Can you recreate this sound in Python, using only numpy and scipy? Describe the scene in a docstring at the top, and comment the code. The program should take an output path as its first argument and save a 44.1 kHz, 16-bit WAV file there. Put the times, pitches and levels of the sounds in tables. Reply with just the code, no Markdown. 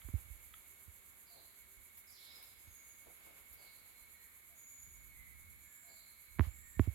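"""A quiet jungle around a hand-held camera. Throughout, insects pulse in the high treble over a thin
cricket tone. At first fingers bump the body lightly by its right microphone, amid dry clicks and rustling
leaves. From 1.2 s far birds slur and whistle, smeared by the trees; feet scuff and a near insect zips.
By 5 s the rustle has died and a low rumble swells. From 6.4 s the fingers bump hard, ringing the case."""
import sys
import numpy as np
from scipy import signal
from scipy.fft import rfft, irfft
from scipy.io import wavfile

SR = 44100
rng = np.random.default_rng(int(sys.argv[2]) if len(sys.argv) > 2 else 0)


def unload_audio(sound):
    """Save the sound as a 16-bit wav file, at the path given as the first command line argument."""
    columns = np.transpose(np.atleast_2d(sound))
    # keep every value between -1 and 1, then stretch to whole-number steps
    steps = np.round(np.clip(columns, -1, 1) * 32767)
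    wavfile.write(sys.argv[1], SR, steps.astype(np.int16))


N = 306098
TIME = np.arange(N) / SR


# Finger contacts. Each row: start in seconds, level in dB, softness from 0 to 1.
BUMPS = [(.047, -37, 1), (0.085, -45, 0.05), (0.137, -25.5, 0.61), (.301, -40.5, 0.97), (0.877, -48, 0.53),
         (1.77, -55.5, 1), (2.671, -52.5, 0.48), (3.505, -55, 0.95), (6.388, -27, 0.45),
         (6.3938, -17, 0.23), (6.407, -31, 0.22), (6.467, -31, .8), (6.769, -32.5, 0.92), (6.7941, -19, 0),
         (6.873, -25, 0.38)]
# Hardest contacts, on the shell. Each row: start in seconds, level in dB.
TAPS = [(.087, -38.5), (6.387, -30), (6.3943, -12), (6.4074, -21.5), (6.7945, -15.5)]
# Modes of hand and camera (thud), case (knock) and shell (tick).
# Each row: base frequency in Hz, relative level in dB, T60 in seconds.
THUD_MODES = [(62, 5, 0.12), (88.3, 12, 0.065)]
KNOCK_MODES = [(223, 9, 0.028), (326, 7, 0.019), (590, -5.5, 0.018)]
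TICK_MODES = [(1034, -10.5, 0.012), (1277, -12.5, 0.0094), (1800, -1, 0.0031), (3940, -11, 0.0012)]

def finger_bumps(hard_pitch_ratio=1.115, soft_sag=.45, soft_knock_db=-28.5, case_cutoff_hz=3300):
    """Bumps reach mostly the right microphone, dulled by the case; soft ones are lower and knock less."""
    thud_sides, case_sides = from_db([[-18], [0]]), from_db([[-11], [0]])
    out = sum(strike(TICK_MODES, at, db, rise_s=.00024) for at, db in TAPS) * case_sides
    for at, db, softness in BUMPS:
        ratio = hard_pitch_ratio - soft_sag * softness ** 3
        out += strike(THUD_MODES, at, db, ratio, rise_s=.0085) * thud_sides
        out += strike(KNOCK_MODES, at, db + soft_knock_db * softness, ratio, rise_s=.0028) * case_sides
    return butter(out, case_cutoff_hz, "low")


# Grip rumble spectrum. Each row: frequency in Hz, left and right relative level in dB.
GRIP_SPECTRUM = [(22.5, -31, -9), (48.3, -10.5, 4), (83.3, -2, 1.5), (149, -12.5, -16), (292, -21, -26),
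                 (790, -50, -50), (3000, -86, -94)]

def grip(rise_s=.04, decay_s=.26, slide_s=.11):
    """The hand rumbles, more around each bump; the fingertip slides on. One swell fills both sides."""
    resting = from_db(-77 + 1.5 * drift(1.9))
    shifts = [from_db(-42 + .55 * db) * np.exp(-np.maximum((at - TIME) / rise_s, (TIME - at) / decay_s))
              for at, db, _ in BUMPS]
    hand = np.hypot(resting, np.max(shifts, axis=0)) * from_db([[-14], [0]])
    rumble = np.hypot(hand, held(at=4.716, length_s=1, db=-63) * pan(-1.5))
    sliding = sum(swell(at, slide_s, db - 43, rise_share=.42) for at, db, _ in BUMPS)
    hiss = unit_rms(butter(rng.standard_normal((2, N)), [250, 2600], "band"))
    return unit_rms(coloured_noise(GRIP_SPECTRUM)) * rumble + hiss * sliding * pan(-1)


# Insect rasp spectrum. Each row: frequency in Hz, left and right base density in dB per Hz.
RASP_SPECTRUM = [(5800, -135, -135), (6403, -108.8, -104.0), (7170, -106.3, -98), (7900, -114.0, -105.1),
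                 (9870, -108.4, -105.6), (11270, -101.1, -91.5), (12620, -101.1, -96),
                 (13560, -107.7, -103.2), (15000, -110.9, -109.2), (18900, -117.1, -116.1)]
# Chorus strength. Each row: time in seconds, gain in dB.
RASP_GAIN = [(0, 3), (1.2, 0.2), (6.9, 0.03)]
# Chorus tempo. Each row: time in seconds, pulses per second.
PULSE_RATE = [(0, 8.1), (2, 7.7), (3.4, 7.95), (5.3, 8.85), (6.9, 8.1)]

def insect_chorus(depth_db=2.5, flutter_db=.4, first_crest_s=.079):
    """Insects rasp in step; close reflections off the trunks ripple the spectrum."""
    cycles = np.cumsum(np.interp(TIME, *np.transpose(PULSE_RATE))) / SR
    cycles -= np.interp(first_crest_s, TIME, cycles)
    flutter = narrow_noise(7.7, width_hz=48)[0]
    pulse = from_db(depth_db * np.cos(2 * np.pi * cycles) + flutter_db * flutter)
    rasp = coloured_noise(RASP_SPECTRUM) * pulse * gain_curve(RASP_GAIN)
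    return trunk_scatter(rasp, t60_s=.07, direct_db=8)


# Wing strokes. Each row: start in seconds, level in dB.
ZIPS = [(1.97, -53.5), (2.423, -53.5), (3.526, -54.5)]
# Stroke spectrum. Each row: frequency in Hz, left and right relative level in dB.
ZIP_SPECTRUM = [(9000, -15, -33), (11400, -1, 4), (14000, -4, -3), (16300, -9, -8)]

def insect_zips(length_s=.054):
    """A nearer insect makes single, very high wing strokes."""
    strokes = sum(swell(at, length_s, db, rise_share=.074) for at, db in ZIPS)
    return unit_rms(coloured_noise(ZIP_SPECTRUM)) * strokes


# Falling slurs. Each row: start in seconds, pitch in Hz, level in dB.
SLURS = [(1.25, 4303, -67), (3.559, 4385, -68), (5.869, 4340, -67.5)]
# Harsh flurry. Each row: start and length in seconds, pitch in Hz, level in dB, fall and waver shares.
FLURRY = [(2.068, .04, 4980, -64.5, 0.1, 0.022), (2.11, 0.086, 4720, -62, 0.31, 0.094),
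          (2.161, 0.18, 3935, -61.5, -0.0066, .09), (2.242, .15, 5070, -66.5, -.018, .015)]
# Arched whistles. Each row: start and length in seconds, pitch in Hz, level and pan in dB, arch share.
HIGH_WHISTLES = [(2.644, 0.33, 6700, -64.5, -2.5, 0.022), (4.535, .37, 6940, -59, -2.5, 0.033),
                 (5.579, .42, 7390, -66.5, -10, .055), (6.44, 0.36, 7480, -64.5, -6, 0.061)]
# Plain whistles. Each row: start and length in seconds, pitch in Hz, level and pan in dB.
FAR_WHISTLES = [(4.118, 0.19, 1893, -71.5, -7), (5.14, 0.16, 2062, -66, -9), (5.591, 0.38, 1708, -74.5, -5),
                (6.51, .3, 1845, -70.5, -5.5)]
# Low hoots. Each row: start and length in seconds, level in dB.
HOOTS = [(1.288, 0.13, -73.5), (4.491, 0.074, -76), (5.82, .15, -76)]

def birds(slur_s=.16, hoot_hz=684):
    """Five kinds of call, smeared by the trees."""
    slurs = sum(bird_note(at, slur_s, hz, db, pan_db=-7, fall=.09, arch=.0114, waver=.047)
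                for at, hz, db in SLURS)
    flurry = sum(bird_note(*note, pan_db=-5.5, fall=fall, arch=.0248, waver=waver)
                 for *note, fall, waver in FLURRY)
    high = sum(bird_note(*note, fall=-.00777, arch=arch, waver=.49 * arch)
               for *note, arch in HIGH_WHISTLES)
    far = sum(bird_note(*note, fall=.0199, arch=.0035, waver=.034) for note in FAR_WHISTLES)
    hoots = sum(bird_note(at, length_s, hoot_hz, db, pan_db=0, fall=.053, arch=.035, waver=.083)
                for at, length_s, db in HOOTS)
    return (trunk_scatter(slurs + flurry, t60_s=1.07, direct_db=-8)
            + trunk_scatter(high, t60_s=.91, direct_db=-5.5)
            + trunk_scatter(far + hoots, t60_s=.85, direct_db=-5))


def bird_note(at, length_s, hz, db, pan_db, fall, arch, waver):
    """A sine glides, arches and wavers by shares of its middle pitch; fast wavering makes it harsh."""
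    out, span = np.zeros(N), (TIME >= at) & (TIME < at + length_s)
    position = np.linspace(-1, 1, span.sum())
    wobble = unit_rms(butter(rng.standard_normal(SR), [90, 220], "band"))[-len(position):]
    pitch_hz = hz * (1 - fall * position - arch * position ** 2 + waver * wobble)
    envelope = signal.windows.tukey(len(position), .35)
    out[span] = np.sqrt(2) * np.sin(2 * np.pi * np.cumsum(pitch_hz) / SR) * envelope
    return out * from_db(db) * pan(pan_db)


# Cricket tone strength. Each row: time in seconds, relative level in dB.
CRICKET_GAIN = [(0.25, -73.5), (1.57, -81), (1.8, -76), (5.51, -73), (6.11, -73)]
# Phrases of the higher kind. Each row: start and length in seconds, level in dB.
CRICKET_PHRASES = [(3.436, 0.98, -80), (4.9, 0.94, -88), (5.753, 0.86, -78)]

def crickets():
    """Many far crickets merge into one thin tone with a ragged skirt; another kind sings higher."""
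    tone = narrow_noise(2200, width_hz=11.2)
    skirt = from_db(-1.5) * narrow_noise(2216, width_hz=207)
    higher = narrow_noise(4150, width_hz=20) * sum(held(*phrase) for phrase in CRICKET_PHRASES)
    return ((tone + skirt) * gain_curve(CRICKET_GAIN) * from_db(2.5) + higher) * pan(-5)


# Dry clicks. Each row: start in seconds, level in dB.
CLICKS = [(0.018, -53), (0.537, -57), (0.5401, -45.5)]
# Click resonances. Each row: frequency in Hz, relative level in dB, T60 in seconds.
CLICK_MODES = [(1270, -4, 0.019), (2080, 0, 0.006), (3350, 3, 0.007)]

def dry_clicks(band_hz=(1050, 4000)):
    """Small dry clicks, like a lip smack: three brief resonances, no bass, a dull top."""
    clicks = butter(sum(strike(CLICK_MODES, at, db) for at, db in CLICKS), band_hz, "band")
    return trunk_scatter(clicks * pan(-2), t60_s=.4, direct_db=7)


# Foot scuffs. Each row: start and length in seconds, level in dB.
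SCUFFS = [(1.325, 0.18, -67), (3.053, 0.097, -62), (3.251, 0.11, -65), (3.53, 0.033, -71),
          (3.58, 0.096, -68), (5.875, 0.099, -68.5)]
# Scuff spectrum. Each row: frequency in Hz, left and right relative level in dB.
SCUFF_SPECTRUM = [(103, -34, -6), (298, -7, -9.5), (680, -7, -2), (1190, -12, -29), (2500, -34, -30),
                  (9000, -61, -36)]

def foot_scuffs():
    """Feet shift softly on the leaf litter."""
    return unit_rms(coloured_noise(SCUFF_SPECTRUM)) * sum(swell(*scuff) for scuff in SCUFFS)


# Leaf spectrum. Each row: frequency in Hz, left and right relative level in dB.
LEAF_SPECTRUM = [(150, 4, 6), (540, 12, 12), (1280, 11, 6.5), (2630, 7.5, 11.5), (5300, -5, 1),
                 (9050, -57, -45), (16000, -35, -24)]
# Faint rustle. Each row: time in seconds, level in dB.
RUSTLE_LEVEL = [(0, -71.5), (1.7, -78.5), (2.4, -74.5), (3.9, -72.5), (5, -95.5), (6.9, -105)]
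# Nearby stirs. Each row: start and length in seconds, level in dB.
STIRS = [(2.198, 0.33, -71.5), (3.13, 0.23, -71), (3.33, 0.089, -70), (3.582, 0.13, -73)]

def leaves():
    """Leaves rustle, stir nearby and settle."""
    stirs = sum(swell(*stir, rise_share=.58) for stir in STIRS)
    return unit_rms(coloured_noise(LEAF_SPECTRUM)) * (gain_curve(RUSTLE_LEVEL) + stirs)


def drone():
    """A thin, low, far tone comes and goes."""
    return narrow_noise(383, width_hz=23) * held(at=.33, length_s=2.16, db=-86)


# Air spectrum. Each row: frequency in Hz, left and right density in dB per Hz.
AIR_SPECTRUM = [(25.6, -111.6, -99.8), (64, -100, -88), (138, -106, -103), (186, -104, -100),
                (420, -108.9, -107.7), (790, -110.6, -110.2), (1110, -102.2, -112.7),
                (1900, -102.4, -105.7), (2350, -100.9, -99.0), (2200, -107.9, -105.0),
                (2900, -110.4, -112.4), (3600, -109.5, -107.8), (4330, -108.0, -110.3),
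                (4980, -119.3, -121.6), (15800, -112, -112)]

def forest_air():
    """Steady hush of still air."""
    return coloured_noise(AIR_SPECTRUM)


def trunk_scatter(x, t60_s, direct_db):
    """Trunks scatter a sound into a dying tail, different on each side; energy is kept."""
    t = TIME[:2 * SR]
    echoes = rng.standard_normal((2, len(t))) * from_db(-60 * t / t60_s)
    echoes /= np.sqrt(np.sum(echoes ** 2, axis=1, keepdims=True))
    echoes[:, 0] += from_db(direct_db)
    return signal.fftconvolve(x, echoes, axes=1)[:, :N] / np.hypot(1, from_db(direct_db))


def strike(modes, at, db, pitch_ratio=1, rise_s=.0001):
    """Damped sines from one blow; soft contact rounds the start, alternating signs build the swing."""
    out, start = np.zeros(N), int(at * SR)
    t = TIME[:min(SR // 2, N - start)]
    swing = sum((-1) ** k * from_db(mode_db - 60 * t / t60_s) * np.sin(2 * np.pi * hz * pitch_ratio * t)
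                for k, (hz, mode_db, t60_s) in enumerate(modes))
    out[start:start + len(t)] = from_db(db) * swing * (1 - np.exp(-t / rise_s))
    return out


def coloured_noise(spectrum):
    """Stereo noise with its own spectrum on each side."""
    hz, *sides = np.transpose(spectrum)
    log_hz = np.log(np.fft.rfftfreq(N, 1 / SR) + 1e-3)
    gains = from_db([np.interp(log_hz, np.log(hz), side) for side in sides])
    return irfft(rfft(rng.standard_normal((2, N))) * gains * np.sqrt(SR / 2), N)


def narrow_noise(hz, width_hz):
    """Stereo noise twice through one resonance: a wavering tone of rms 1."""
    radius = np.exp(-np.pi * width_hz / SR)
    section = [1, 0, -1, 1, -2 * radius * np.cos(2 * np.pi * hz / SR), radius ** 2]
    return unit_rms(signal.sosfilt([section, section], rng.standard_normal((2, N + SR)))[:, SR:])


def drift(corner_hz):
    """Slow random wander of rms 1."""
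    hz = np.fft.rfftfreq(N, 1 / SR)
    return unit_rms(irfft(rfft(rng.standard_normal(N)) * (hz > 0) / (1 + (hz / corner_hz) ** 4), N))


def swell(at, length_s, db, rise_share=.2):
    """Triangular gain envelope."""
    return from_db(db) * np.interp(TIME, [at, at + length_s * rise_share, at + length_s], [0, 1, 0])


def held(at, length_s, db, fade_share=.16):
    """Gain with attack, hold and release."""
    inside_s = np.minimum(TIME - at, at + length_s - TIME)
    return from_db(db) * np.clip(inside_s / (fade_share * length_s), 0, 1)


def gain_curve(rows):
    """Gain over time from rows of seconds and dB."""
    return from_db(np.interp(TIME, *np.transpose(rows)))


def pan(db):
    """Stereo gains for left minus right in dB."""
    return from_db([[db / 2], [-db / 2]])


def butter(x, hz, kind):
    """Second-order Butterworth filter."""
    return signal.sosfilt(signal.butter(2, hz, kind, fs=SR, output="sos"), x)


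def from_db(db):
    """Decibels to gain."""
    return 10 ** (np.asarray(db) / 20)


def unit_rms(x):
    """Scale to rms 1."""
    return x / np.sqrt(np.mean(x ** 2) + 1e-30)


def scene():
    """The forest all round, and the hand on the camera."""
    forest = forest_air() + insect_chorus() + insect_zips() + crickets() + birds()
    return forest + dry_clicks() + foot_scuffs() + leaves() + drone() + grip() + finger_bumps()


def record(dry, bass_hz=30, top_hz=16500):
    """Gentle bass roll-off, steep top cut."""
    top_cut = signal.ellip(12, .1, 70, top_hz, fs=SR, output="sos")
    return signal.sosfilt(top_cut, butter(dry, bass_hz, "high"))


dry = scene()
out = record(dry)
unload_audio(out)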